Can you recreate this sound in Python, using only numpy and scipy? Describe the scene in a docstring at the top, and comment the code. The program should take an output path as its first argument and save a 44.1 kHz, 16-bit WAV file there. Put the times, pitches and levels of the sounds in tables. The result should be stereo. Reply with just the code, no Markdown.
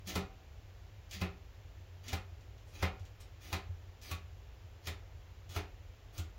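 """A quiet tiled bathroom, two microphones on the bathtub, the left one a little nearer the drain.
A gloved hand works a small scraper around the drain in nine strokes. Each rasps over the tub floor
in stick-slip grit and ends in a knock: the edge cracks, the floor thumps, the shell rings.
In between, the edge ticks on grit, pushes flex the floor and the glove rubs softly.
Tub and tiled walls throw the sound back; a low rumble and a soft hiss lie underneath."""
import sys
import numpy as np
from scipy import signal
from scipy.fft import rfft, irfft
from scipy.io import wavfile

SR = 44100
rng = np.random.default_rng(int(sys.argv[2]) if len(sys.argv) > 2 else 0)


def waveform_to_disk(signal):
    """Save audio, clipped to [-1, 1], as 16-bit WAV at the path in sys.argv[1]."""
    frames = np.transpose(np.atleast_2d(signal))
    scaled = np.clip(frames, -1, 1) * 32767
    samples = np.round(scaled).astype(np.int16)
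    wavfile.write(sys.argv[1], SR, samples)


N = 281358

# room tone, low and high: freq_hz, level_db
RUMBLE_SPECTRUM = [(15, -25), (28, -9), (42, 1.5), (55, 4), (70, 1), (88, 5.5), (100, 5), (120, -11.5),
                   (145, -14), (220, -63.5)]
HISS_SPECTRUM = [(120, 3.5), (180, 2.5), (230, -0.5), (400, 4), (750, 2), (1050, -2), (2900, -3.5),
                 (4200, -9), (7400, -13.5), (8000, -36), (10000, -30), (11200, -22), (16000, -17.5)]
# how alike the two microphones hear diffuse sound: freq_hz, correlation
MIC_LIKENESS = [(60, .97), (190, .97), (350, .92), (640, .5), (1400, .05), (16000, 0)]
# where room tone and tub sit between the microphones: freq_hz, left_minus_right_db
ROOM_TONE_BALANCE = [(60, 1.5), (110, 0.5), (200, -5), (380, -1), (700, -3), (1290, -0.5), (2380, 1.5),
                     (4400, 3.5), (8120, 7.5), (15000, 0.5)]
TUB_BALANCE = [(60, 2), (110, 1.5), (200, 0.5), (380, 1.5), (700, -3), (1290, 0), (2380, 2), (4400, 3.5),
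               (8120, 6.5), (15000, 5)]
# echo decay of tub and bathroom: freq_hz, t60_s
ROOM_DECAY = [(200, 0.23), (700, 0.36), (2500, 0.28), (5000, 0.23), (9000, 0.17), (15000, 0.13)]
# modes of the tub shell: pitch_hz, level_db, t60_s
SHELL_MODES = [(186.6, 9, 0.26), (274.3, -15, 0.61), (335, -27, 0.27), (395, -3.5, 0.37), (531, 0, 0.29),
               (763, -5.5, 0.55), (781, -1, 0.23), (859, -6, 0.32), (1027, 3.5, 0.25), (1266, -3, 0.35),
               (1320, 3, 0.1), (1414, -5.5, 0.34), (2051, 3.5, 0.2), (2156, -9, 0.4), (2460, -1.5, 0.33),
               (3260, 3, 0.21)]
# one stroke leads into each knock: touch_s, swell_s, bite_s, bite_db, slide_db, shove_db,
# shell_vs_rasp_db, fizz_vs_rasp_db, edge_pitch_hz, edge_ring_db
STROKES = [(0.052, 0.0068, 0.086, -38, -52.5, -43.5, -5.5, -9, 3200, -8),
           (1.086, 0.0073, 1.132, -41, -59.5, -44, -9, -9.5, 4900, 1),
           (2.026, 0.0064, 2.086, -44, -55.5, -46, -5, -11.5, 3330, -7),
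           (2.702, 0.03, 2.749, -54.5, -57.5, -43, -3.5, -10, 2520, 3),
           (3.395, 0.015, 3.447, -53.5, -56, -42, -6, -8, 3340, -16),
           (4.008, .014, 4.025, -59, -54, -46, -6, -6.5, 5130, 6.5),
           (4.805, .04, 4.872, -39, -55, -52, -7, -11, 5000, -6),
           (5.483, 0.013, 5.498, -64, -52.5, -41, -4, -7.5, 3500, 2),
           (6.117, 0.011, 6.181, -60, -59, -53, -2.5, -7, 3530, -18)]
# tone of the edge on the tub floor: freq_hz, gain_db
RASP_COLOUR = [(260, 2.5), (500, -6), (800, -6), (1100, -9), (1700, 7), (2600, 2.5), (3300, 3),
               (4200, -0.5), (5500, -2), (7200, 0.5), (8000, -8), (10500, -13.5), (15500, -5.5)]
# borders of a scrape's shell, rasp and fizz bands: freq_hz
SCRAPE_BORDERS_HZ = [230, 1500, 7600, 17000]
# pushes that flex the tub floor: start_s, pitch_hz, level_db
BUMPS = [(0.056, 83.7, -43), (0.064, 182.6, -45), (0.154, 195, -47), (1.136, 85, -42.5), (1.155, 184, -48),
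         (1.212, 176.4, -37.5), (2.072, 239, -52.5), (3.001, 82, -40.5), (3.687, 85.3, -34.5),
         (4.112, 175.4, -52), (5.487, 87.4, -40.5), (5.562, 299, -48), (6.181, 308, -53)]
# the edge catches on grit: start_s, peak_db, treble_db
TICKS = [(0.0733, -27, 12), (1.1115, -31.5, 5), (1.129, -33.5, 0), (2.082, -29.5, 2.5), (2.4088, -53, 1.5),
         (2.58, -52, -6), (2.996, -48.5, 1), (3.053, -45, 4.5), (4.016, -42.5, 3), (4.0229, -42, 5),
         (5.493, -40, 4), (6.1804, -25.5, 10)]
# the scraper hits the drain: start_s, strength_db, bass_db_per_octave, treble_db_per_octave,
# thump_db, spot_pitch_hz, spot_db, spot_t60_s
KNOCKS = [(0.155, -40, 3, 1, -35, 773, -47, 0.51), (1.2139, -40.5, 0.5, -1.35, -31.5, 2570, -43.5, 0.29),
          (2.1296, -41.5, -0.3, 0.5, -31.5, 782, -40, 0.1),
          (2.8263, -34.5, 0.24, -2.5, -27, 2094, -36, 0.13),
          (3.528, -38.5, -1.2, 0, -33, 1027, -45.5, 0.31),
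          (4.114, -48.5, -2.5, 2.5, -34, 1130, -45.5, 0.28),
          (4.872, -46, -0.2, 1.8, -37, 3200, -41.5, 0.12), (5.5634, -44, 0, 0, -32, 1315, -30.5, 0.03),
          (6.1879, -71, 6, 6, -32, 3430, -48, 0.094)]
# tone of a knock: freq_hz, gain_db
KNOCK_COLOUR = [(90, -3.5), (140, 5), (200, -7), (270, -12), (400, -9), (560, -8.5), (780, -8), (1050, -10),
                (1350, -5), (1750, -3), (2100, -6), (2800, -6.5), (3700, -9.5), (4800, -17.5),
                (7200, -22.5), (7900, -38.5), (10000, -41), (15500, -36)]
# bands of an average knock: low_hz, high_hz, level_db
KNOCK_BANDS = [(135, 249, -10), (238, 450, -9), (486, 1500, -3), (1535, 3500, -1), (3350, 7740, -4.5),
               (7770, 18500, -9.5)]
# the glove regrips: centre_s, level_db, half_width_s
RUBS = [(2.69, -66, .035), (3.206, -52, 0.008)]

MIC_LAG_SAMPLES = 8  # direct sound reaches the right microphone this much later


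def amp(db):
    """Decibels to gain."""
    return 10 ** (np.asarray(db) / 20)


def unit(x):
    """Scales to rms 1."""
    return x / np.sqrt(np.mean(x ** 2) + 1e-24)


def read(points, hz):
    """Reads a table on a log-frequency axis."""
    points_hz, values = np.transpose(points)
    return np.interp(np.log(hz + 1), np.log(points_hz + 1), values)


def add(mix, start_s, sound):
    """Mixes a stereo sound in at start_s."""
    part = mix[:, max(round(start_s * SR), 0):][:, :sound.shape[1]]
    part += sound[:, :part.shape[1]]


def colour(x, points, size=4096):
    """Causal filter with the given spectrum, so that attacks stay sharp."""
    log_gain = np.log(amp(read(points, abs(np.fft.fftfreq(size, 1 / SR)))))
    taps = np.fft.ifft(np.exp(np.conj(signal.hilbert(log_gain)))).real
    return signal.fftconvolve(x, taps[None, :size // 2], axes=1)[:, :x.shape[1]]


def band(x, low_hz, high_hz, order=6):
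    """Causal band-pass."""
    return signal.sosfilt(signal.butter(order, [low_hz, high_hz], "band", fs=SR, output="sos"), x)


def pan(x, balance):
    """Tilts a stereo sound towards one microphone, band by band."""
    side_db = read(balance, np.fft.rfftfreq(N, 1 / SR)) / 2
    return irfft(rfft(x) * amp([side_db, -side_db]), N)


def diffuse(count, spectrum=((1, 0), (2, 0))):
    """Noise from all around, white by default: alike at both microphones in the bass only."""
    hz = np.fft.rfftfreq(count, 1 / SR)
    left, unrelated = rfft(rng.standard_normal((2, count)))
    likeness = read(MIC_LIKENESS, hz)
    right = likeness * left + np.sqrt(1 - likeness ** 2) * unrelated
    return unit(irfft(np.array([left, right]) * amp(read(spectrum, hz)), count))


def room_tone():
    """Steady low rumble and soft hiss, all around the microphones."""
    rumble = amp(-52) * diffuse(N, RUMBLE_SPECTRUM)
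    hiss = amp(-62) * diffuse(N, HISS_SPECTRUM)
    return pan(rumble + hiss, ROOM_TONE_BALANCE)


def reflections(build_s=0.0006):
    """Dense echoes off the tub and the tiles, each band dying at its own speed."""
    count = SR // 2
    hz, frame_s, spectra = signal.stft(diffuse(count), SR, nperseg=256)
    decay = amp(-60 * frame_s / read(ROOM_DECAY, hz)[:, None])
    tail = signal.istft(spectra * decay, SR, nperseg=256)[1][:, :count]
    t = np.arange(count) / SR
    tail *= 1 - np.exp(-t / build_s)
    return tail / np.linalg.norm(tail[0])


def shell_ring():
    """The tub shell rings in its modes, with new phases at every contact."""
    t = np.arange(SR // 2) / SR
    ring = np.zeros((2, len(t)))
    for hz, db, t60_s in SHELL_MODES:
        mic_phase_gap = np.arccos(read(MIC_LIKENESS, hz)) * rng.choice([-1, 1])
        phase = 2 * np.pi * rng.random() + np.array([[0], [mic_phase_gap]])
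        ring += amp(db - 60 * t / t60_s) * np.sin(2 * np.pi * hz * t + phase)
    return ring / np.linalg.norm(ring[0])


def tub_response(walls, direct_db, ring_db):
    """A click on the tub at the microphones: direct sound, echoes and the ringing shell."""
    echoes = np.sqrt(0.25) * walls + np.sqrt(0.75) * reflections()  # most shift with the hand
    response = echoes + amp(ring_db) * shell_ring()
    response[0, 0] += amp(direct_db)
    response[1, MIC_LAG_SAMPLES] += amp(direct_db)
    return response


def grit(count, per_s, spread_db):
    """Tiny slips at random moments, some larger than the rest."""
    sizes = amp(spread_db * np.minimum(rng.exponential(1, count), 2))
    signs = rng.choice([-1, 1], count)
    return sizes * signs * (rng.random(count) < per_s / SR)


def surge(t, rise_s, fall_s):
    """A force that builds up to 1 at t = 0 and lets go."""
    return np.exp(np.minimum(t / rise_s, -t / fall_s))


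def edge_ring(slips, hz, width_hz):
    """The scraper's edge resonates along the pitch curve hz."""
    carrier = np.exp(2j * np.pi * np.cumsum(hz) / SR)
    pole = np.exp(-np.pi * width_hz / SR)
    return 2 * (carrier * signal.lfilter([1 - pole], [1, -pole], slips / carrier)).real


def scrapes(walls, flat_edge_hz=2430, stop_s=0.0041):
    """The edge touches, bites, slides and is shoved home; stick-slip rings it and shakes the tub."""
    out = np.zeros((2, N))
    response = colour(tub_response(walls, direct_db=-4.5, ring_db=-14), RASP_COLOUR)
    bands = [band(response, *borders) for borders in zip(SCRAPE_BORDERS_HZ, SCRAPE_BORDERS_HZ[1:])]
    bands = [part / np.linalg.norm(part[0]) for part in bands]
    for stroke, (knock_s, *_) in zip(STROKES, KNOCKS):
        touch_s, swell_s, bite_s, bite_db, slide_db, shove_db = stroke[:6]
        shell_db, fizz_db, edge_hz, edge_db = stroke[6:]
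        t = touch_s + np.arange(SR // 4) / SR
        contact = 1 - np.exp(-((t - touch_s) / swell_s) ** 2)
        contact *= np.exp(np.minimum(knock_s - t, 0) / stop_s)  # the drain stops the stroke
        drag = amp(slide_db) + amp(bite_db) * surge(t - bite_s, rise_s=0.0083, fall_s=0.012)
        shove = amp(shove_db) * surge(t - knock_s, rise_s=0.0078, fall_s=stop_s)
        flatness = np.minimum((t - touch_s) / (knock_s - touch_s), 1) ** 4
        pitch_hz = edge_hz + (flat_edge_hz - edge_hz) * flatness  # sinks as the edge flattens
        slips = unit(grit(len(t), per_s=1500, spread_db=4.5))
        slips += amp(edge_db) * edge_ring(slips, pitch_hz, width_hz=250)
        shell = amp(shell_db) * (drag + amp(10.5) * shove)  # the shove shakes the shell harder
        rasp = drag + shove
        fizz = amp(fizz_db) * rasp
        for force, part in zip((shell, rasp, fizz), bands):
            add(out, touch_s, signal.fftconvolve((slips * contact * force)[None], part, axes=1))
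    return out


def thump(hz, rise_s, fall_s, sag=0.05):
    """The tub floor flexes in a low mode; the pitch sags as the push lets go."""
    t = np.arange(SR // 2) / SR
    cycles = hz * (t + sag * fall_s * (1 - np.exp(-t / fall_s)))
    swell = (1 - np.exp(-(t / rise_s) ** 2)) * np.exp(-t / fall_s)
    return np.sin(2 * np.pi * cycles) * swell / swell.max() * np.ones((2, 1))


def bumps():
    """Soft pushes, each sounding one low mode of the tub floor."""
    out = np.zeros((2, N))
    for start_s, hz, db in BUMPS:
        add(out, start_s, amp(db) * thump(hz, rise_s=0.0098, fall_s=0.044))
    return out


def ticks(walls):
    """Single sharp slips of the edge and snaps of the glove."""
    out = np.zeros((2, N))
    for start_s, peak_db, treble_db in TICKS:
        tick = colour(tub_response(walls, direct_db=-6.5, ring_db=-23), RASP_COLOUR)
        tick = colour(tick, [(400, -46), (2500, 6.5), (6000, 7.5), (9000, treble_db)])
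        add(out, start_s, amp(peak_db) * tick / abs(tick).max())
    return out


def crack(walls, chatter_db=-9, chatter_s=0.0054):
    """The edge cracks against the drain and chatters in rebounds too light to move the bass."""
    t = np.arange(SR // 20) / SR
    rebounds = grit(len(t), per_s=550, spread_db=15) * np.exp(-t / chatter_s)
    chatter = band(rebounds, 2300, 12000, order=1)
    chatter *= amp(chatter_db) / (np.linalg.norm(chatter) + 1e-12)
    blow = tub_response(walls, direct_db=-10, ring_db=-6.5)
    add(blow, 0, np.array([chatter, np.roll(chatter, MIC_LAG_SAMPLES)]))
    return colour(blow, KNOCK_COLOUR)


def spot_ring(hz, t60_s):
    """The struck spot rings in one dying mode, reaching the left microphone first."""
    lag = np.array([[0], [MIC_LAG_SAMPLES / 2]])
    t = np.maximum(np.arange(SR // 2) - lag, 0) / SR
    return np.sin(2 * np.pi * hz * t) * amp(-60 * t / t60_s)


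def knocks(walls, pivot_hz=1850, flex_lead_s=0.0048):
    """The scraper hits the drain: the floor gives way, then the edge cracks and the spot rings."""
    out = np.zeros((2, N))
    for start_s, db, bass_slope, treble_slope, thump_db, spot_hz, spot_db, spot_t60_s in KNOCKS:
        blow = crack(walls)
        for low_hz, high_hz, band_db in KNOCK_BANDS:
            # a flat landing lifts the bass, a sharp one the treble
            octaves = np.log2(np.sqrt(low_hz * high_hz) / pivot_hz)
            lift_db = abs(octaves) * (treble_slope if octaves > 0 else bass_slope)
            part = band(blow, low_hz, high_hz)
            attack_rms = part[:, :SR // 25].std()
            add(out, start_s, amp(db + band_db + lift_db) * part / attack_rms)
        add(out, start_s, amp(spot_db) * spot_ring(spot_hz, spot_t60_s))
        add(out, start_s - flex_lead_s, -amp(thump_db) * thump(hz=82.8, rise_s=0.0088, fall_s=0.032))
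    return out


def glove_rubs(walls):
    """The glove slides on the scraper: fine bright grit with a soft start."""
    t = np.arange(N) / SR
    pressure = sum(amp(db) * np.exp(-((t - centre_s) / half_s) ** 2) for centre_s, db, half_s in RUBS)
    slips = pressure * unit(grit(N, per_s=9000, spread_db=13))
    response = colour(walls, [(300, -1), (3000, 3.5), (7000, 3), (8200, -2), (15000, -4)])
    return signal.fftconvolve(slips[None], response / np.linalg.norm(response[0]), axes=1)[:, :N]


def scene():
    """All the hand's work in one tub, over the bathroom's room tone."""
    walls = reflections()
    work = scrapes(walls) + bumps() + ticks(walls) + knocks(walls) + glove_rubs(walls)
    return room_tone() + pan(work, TUB_BALANCE)


def record(dry, cutoff_hz=15900):
    """The recorder's band limit."""
    low_pass = signal.firwin(511, cutoff_hz, window=("kaiser", 9), fs=SR)
    return signal.oaconvolve(dry, low_pass[None], "same")


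dry = scene()
out = record(dry)
waveform_to_disk(out)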